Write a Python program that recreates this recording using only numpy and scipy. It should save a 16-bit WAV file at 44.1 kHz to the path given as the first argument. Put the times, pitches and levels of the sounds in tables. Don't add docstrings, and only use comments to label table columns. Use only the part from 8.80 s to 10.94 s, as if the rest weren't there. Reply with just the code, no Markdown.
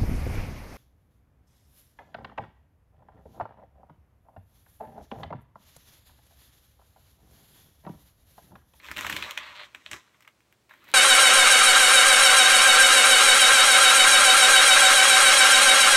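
import sys
import numpy as np
from scipy import signal
from scipy.fft import rfft, irfft, next_fast_len
from scipy.io import wavfile
from scipy.ndimage import uniform_filter1d

SR = 44100
rng = np.random.default_rng(int(sys.argv[2]) if len(sys.argv) > 2 else 0)


def rack_gain(trim_db):
    fader = np.asarray(trim_db, float)
    return 10 ** (fader / 20)


def wav_out(sig):
    wavfile.write(sys.argv[1], SR, np.round(np.clip(np.atleast_2d(sig).T, -1, 1) * 32767).astype(np.int16))


N = 94329


def unit(x):
    return x / np.sqrt(np.mean(x ** 2) + 1e-20)


def along(points, hz):
    f, value = np.transpose(points)
    return np.interp(np.log(hz + 1), np.log(f + 1), value)


def curves(rows):
    s, *columns = np.transpose(rows)
    return [np.interp(np.arange(N) / SR, s, column) for column in columns]


def coloured(x, spectrum):
    m = 2 * next_fast_len(N // 2 + 4096)
    gain = rack_gain(along(spectrum, np.fft.rfftfreq(m, 1 / SR)))
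    cepstrum = irfft(np.log(gain + 1e-6), m)
    cepstrum[1:m // 2] *= 2
    cepstrum[m // 2 + 1:] = 0
    return irfft(rfft(x, m) * np.exp(rfft(cepstrum)), m)[:N]


# (frequency [Hz], relative level [dB])
HISS_COLOUR = [(25, -14), (120, -3), (500, -7.5), (1070, -11.5), (3340, -16), (8000, -21), (16000, -29)]


def background():
    hiss_rms_db, hum_hz, hum_peak_db = -69.5, 118.7, -77.5
    hiss = rack_gain(hiss_rms_db) * unit(coloured(rng.standard_normal(N), HISS_COLOUR))
    hum = rack_gain(hum_peak_db) * np.sin(2 * np.pi * hum_hz * np.arange(N) / SR)
    return hiss + hum


# (frequency [Hz], relative level [dB])
TREBLE_COLOUR = [(3000, -37.5), (4900, 0), (5600, 3), (7600, 0.5), (10200, -13), (12500, -2), (15200, -9)]
# (time [s], level [dB])
TOP_GAIN = [(0, 3), (.55, -7), (1.25, -22), (1.38, 0.5), (2.14, 12)]


def treble(x):
    split_hz = 11160
    x = unit(coloured(x, TREBLE_COLOUR))
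    top = signal.sosfilt(signal.butter(4, split_hz, "high", fs=SR, output="sos"), x)
    low = signal.sosfilt(signal.butter(4, split_hz, "low", fs=SR, output="sos"), x)
    gain_db, = curves(TOP_GAIN)
    return low + rack_gain(gain_db) * top


def patchy(x):
    patch_db = 2.8
    z = signal.stft(x, nperseg=256)[2]
    field = uniform_filter1d(rng.standard_normal(z.shape), size=3, axis=0)
    field = uniform_filter1d(field, size=8, axis=1)
    patched = signal.istft(z * rack_gain(patch_db * unit(field)), nperseg=256)[1]
    return unit(patched[:N])


# (time [s], skin level [dB], treble level [dB])
RUBBING = [(0, -48.5, -75), (.02, -62.5, -73), (.045, -47, -61.5), (.15, -52, -63.5), (.18, -42, -50.5),
           (.49, -39, -56), (.55, -49.5, -62), (.6, -44, -62.5), (.71, -47.5, -66.5), (.77, -55, -67),
           (.8, -44, -84), (.855, -52.5, -60), (.885, -59.5, -74.5), (1.03, -66, -72), (1.07, -57, -64.5),
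           (1.11, -56, -70), (1.136, -44, -48.5), (1.23, -66, -73), (1.88, -96, -111), (1.895, -58, -75.5),
           (2, -64.5, -83), (2.1, -55, -77), (2.14, -53.5, -85)]
# (frequency [Hz], relative level [dB])
SKIN_COLOUR = [(200, -55.5), (585, -14.5), (615, -12), (650, -24), (800, -20), (1050, -8), (1500, -13),
               (2000, -9), (3000, -15), (4000, -16), (4800, -29.5), (9000, -84.5)]


def scratch():
    median_gap_s, gap_scatter, size_spread_db = 1 / 900, .5, 3
    slide_db, treble_slide_db = -3, -9.5
    level_db, treble_db = curves(RUBBING)
    luck = rng.standard_normal((5000, 3))
    slip_s = np.cumsum(np.exp(gap_scatter * luck[:, 0])) * median_gap_s
    at = (slip_s * SR).clip(0, N).astype(int)
    size = np.sign(luck[:, 2]) * rack_gain(size_spread_db * luck[:, 1])
    kicks = unit(np.bincount(at, size, N + 1)[:N])
    rub = kicks + rack_gain(slide_db) * rng.standard_normal(N)
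    body = patchy(coloured(rub, SKIN_COLOUR))
    bright_rub = kicks + rack_gain(treble_slide_db) * rng.standard_normal(N)
    return rack_gain(level_db) * body + rack_gain(treble_db) * treble(bright_rub)


# (time [s], level [dB])
THUD_LEVEL = [(.07, -66.5), (.12, -47), (.15, -62), (.18, -44.5), (.23, -51.5), (.34, -40.5), (.41, -51.5),
              (.45, -49.5), (.49, -61.5), (.94, -75), (.97, -62.5), (1.04, -78.5), (1.14, -48.5),
              (1.24, -86), (2, -71.5), (2.14, -59)]
# (frequency [Hz], relative level [dB])
COLUMN_COLOUR = [(50, -16.5), (65, 2), (95, -8.5), (230, -11), (340, -6.5), (800, -34)]


def thud():
    level_db, = curves(THUD_LEVEL)
    return rack_gain(level_db) * unit(coloured(rng.standard_normal(N), COLUMN_COLOUR))


# (frequency [Hz], time to fade by 60 dB [s])
ROOM_FADE = [(300, 0.094), (1300, 0.13), (10000, 0.097)]


def room(x):
    wet, hop, delay = np.zeros(N + SR), 2205, 200
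    for a in range(0, N, hop):
        hz, t, z = signal.stft(rng.standard_normal(SR // 4), SR, nperseg=256)
        fade_s = along(ROOM_FADE, hz)[:, None].clip(.02)
        tail = signal.istft(z * rack_gain(-60 * t / fade_s), SR, nperseg=256)[1]
        part = signal.fftconvolve(x[a:a + hop], tail / np.linalg.norm(tail))
        wet[a + delay:][:len(part)] += part
    return wet[:N]


def grains(s, hz, cycles, size):
    k = np.arange(-64, 192)
    turn = hz[:, None] * k / SR
    life = turn / np.clip(cycles, .1, 3)[:, None]
    swell_and_fall = np.where(k < 0, np.exp(-life ** 2), 1 / np.cosh(2.5 * life))
    wave = size[:, None] * np.cos(2 * np.pi * turn) * swell_and_fall
    at = (s * SR).astype(int)[:, None] + k
    return np.bincount(at.ravel().clip(0), wave.ravel(), N + SR)[:N]


# (frequency [Hz], level [dB])
RING_LIMIT = [(300, -30), (850, 0), (4200, 0), (5200, -14)]


def skin_ring(s, hz, cycles, size):
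    return coloured(grains(s, hz, np.full(len(s), cycles), size), RING_LIMIT)


def hollow(s, size):
    note_hz, fade_60db_s, note_db = 610, .07, -33
    t = np.arange(SR // 4) / SR
    note = rack_gain(note_db - 60 * t / fade_60db_s) * np.sin(2 * np.pi * note_hz * t)
    kicks = np.bincount((s * SR).astype(int), size, N)
    return signal.fftconvolve(kicks, note)[:N]


def ticks(s, size):
    decay_s = .00045
    kicks = np.bincount((s * SR).astype(int), size, N)[:N]
    gate = signal.fftconvolve(kicks, np.exp(-np.arange(400) / SR / decay_s))[:N]
    return gate * treble(rng.standard_normal(N))


# (time [s], level [dB], pitch of the skin's ring [Hz],
# level of the side steps [dB], treble tick relative to the slip [dB])
BIG_SLIPS = [(0.0869, -29, 1800, 4, -14), (0.109, -29, 1970, -14, -13), (0.1151, -18, 1810, -5.5, -5),
             (0.1658, -21, 2740, 0, -13), (0.1718, -17, 2660, -16, -7), (0.1822, -26, 2230, 7, -4),
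             (0.1900, -17, 2560, 2.5, -17), (0.2102, -18, 1830, -17, -2), (0.2484, -16, 1750, 1.5, -15),
             (0.2672, -16, 2170, 2, -8.5), (0.2986, -16.5, 2220, 4.5, -3.5), (0.3266, -16.5, 2560, 4, -6),
             (0.3657, -13.5, 2720, 1.5, -5.5), (0.4255, -16.5, 2540, 4.5, -13.5),
             (0.51, -18, 3050, -4.5, -3.5), (0.5766, -11, 2460, -3, -11), (0.8356, -27, 2820, 1, -17),
             (0.9488, -22.5, 2400, -3.5, -9.5), (1.0631, -20.5, 3000, -9.5, -14.5),
             (1.1154, -22, 2220, -1, 3), (1.1327, -18.5, 2350, -4.5, -6), (1.2814, -52, 1560, 0, -13),
             (1.3459, -48.5, 1830, 3, -23), (1.4075, -44, 1820, -1.5, -3), (1.4245, -45, 2370, 4, -2),
             (1.4497, -46.5, 1950, 7, -11), (1.4773, -37, 2050, 7, -12), (1.6061, -47.5, 2070, -7, -6),
             (1.7263, -43, 2240, -4.5, -5.5), (1.9104, -34.5, 1600, 2.5, -25),
             (1.9388, -40, 1540, 4.5, -16), (2.0432, -46.5, 1610, 4.5, -4.5), (2.0725, -45, 1670, 3, -22),
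             (2.0815, -37.5, 3800, 1, -14), (2.0885, -45, 1510, 11.5, -8.5), (2.1015, -40, 3740, 3, -10),
             (2.1165, -31.5, 3930, -9, -10)]
# (delay [s], level [dB])
SLIP_STEPS = [(-.0024, -17), (-.0009, -8), (0, 0), (.0012, -7), (.0026, -7), (.0045, -11), (.0092, -12)]


def snaps():
    ring_cycles, pitch_spread, ring_db = .7, .22, -1
    tick_gain_db, tick_lead_s = -7.5, .0003
    s, db, hz, steps_db, tick_db = (np.repeat(c, len(SLIP_STEPS)) for c in np.transpose(BIG_SLIPS))
    late, step_db = np.tile(np.transpose(SLIP_STEPS), len(BIG_SLIPS))
    side = late != 0
    luck = rng.standard_normal((len(s), 4))
    luck[:, :3] *= side[:, None]
    s = s + late * np.exp(.15 * luck[:, 0])
    db = db + step_db + steps_db * side + 2 * luck[:, 1]
    size = np.sign(luck[:, 3]) * rack_gain(db + ring_db)
    ring = skin_ring(s, hz * np.exp(pitch_spread * luck[:, 2]), ring_cycles, size)
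    tick = ticks(s - tick_lead_s, rack_gain(db + tick_db + tick_gain_db))
    return ring + hollow(s, size) + tick


# (time [s], level [dB], slips per second [1/s])
CREAK_SLIPS = [(.6, -38, 330), (.7, -34, 150), (.748, -46, 200), (.754, -28.5, 260), (.785, -29, 190),
               (.8, -30, 400), (.86, -37, 250), (.868, -70, 250), (2.03, -70, 250), (2.1, -42, 300)]


def creak():
    gap_scatter, size_spread_db, tick_db = .1, 1.2, -23
    ring_hz, pitch_spread, ring_cycles = 2900, .12, .35
    level_db, rate = curves(CREAK_SLIPS)
    luck = rng.standard_normal((900, 3))
    slip_count = np.cumsum(np.exp(gap_scatter * luck[:, 0]))
    s = np.interp(slip_count, np.cumsum(rate) / SR, np.arange(N) / SR)
    sounding = (s > CREAK_SLIPS[0][0]) * (s < N / SR - .001)
    size = rack_gain(level_db[(s * SR).astype(int)] + size_spread_db * luck[:, 1]) * sounding
    ring = skin_ring(s, ring_hz * np.exp(pitch_spread * luck[:, 2]), ring_cycles, size)
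    note = hollow(s, size * np.sign(luck[:, 2]))
    return ring + note + ticks(s, size * rack_gain(tick_db))


def scene():
    room_db = -9.5
    skin = snaps() + scratch() + creak()
    return (skin + rack_gain(room_db) * room(skin) + thud() + background())[None]


def roll_off(x):
    return signal.sosfilt(signal.butter(12, 16790, fs=SR, output="sos"), x)


def record(dry):
    low_cut_hz, top_hz = 43, 15800
    m = next_fast_len(N)
    hz = np.fft.rfftfreq(m, 1 / SR)
    band = (hz < top_hz) * hz ** 4 / (hz ** 4 + low_cut_hz ** 4)
    mix = irfft(rfft(dry, m) * band, m)[:, :N]
    return roll_off(mix)


dry = scene()
out = record(dry)
wav_out(out)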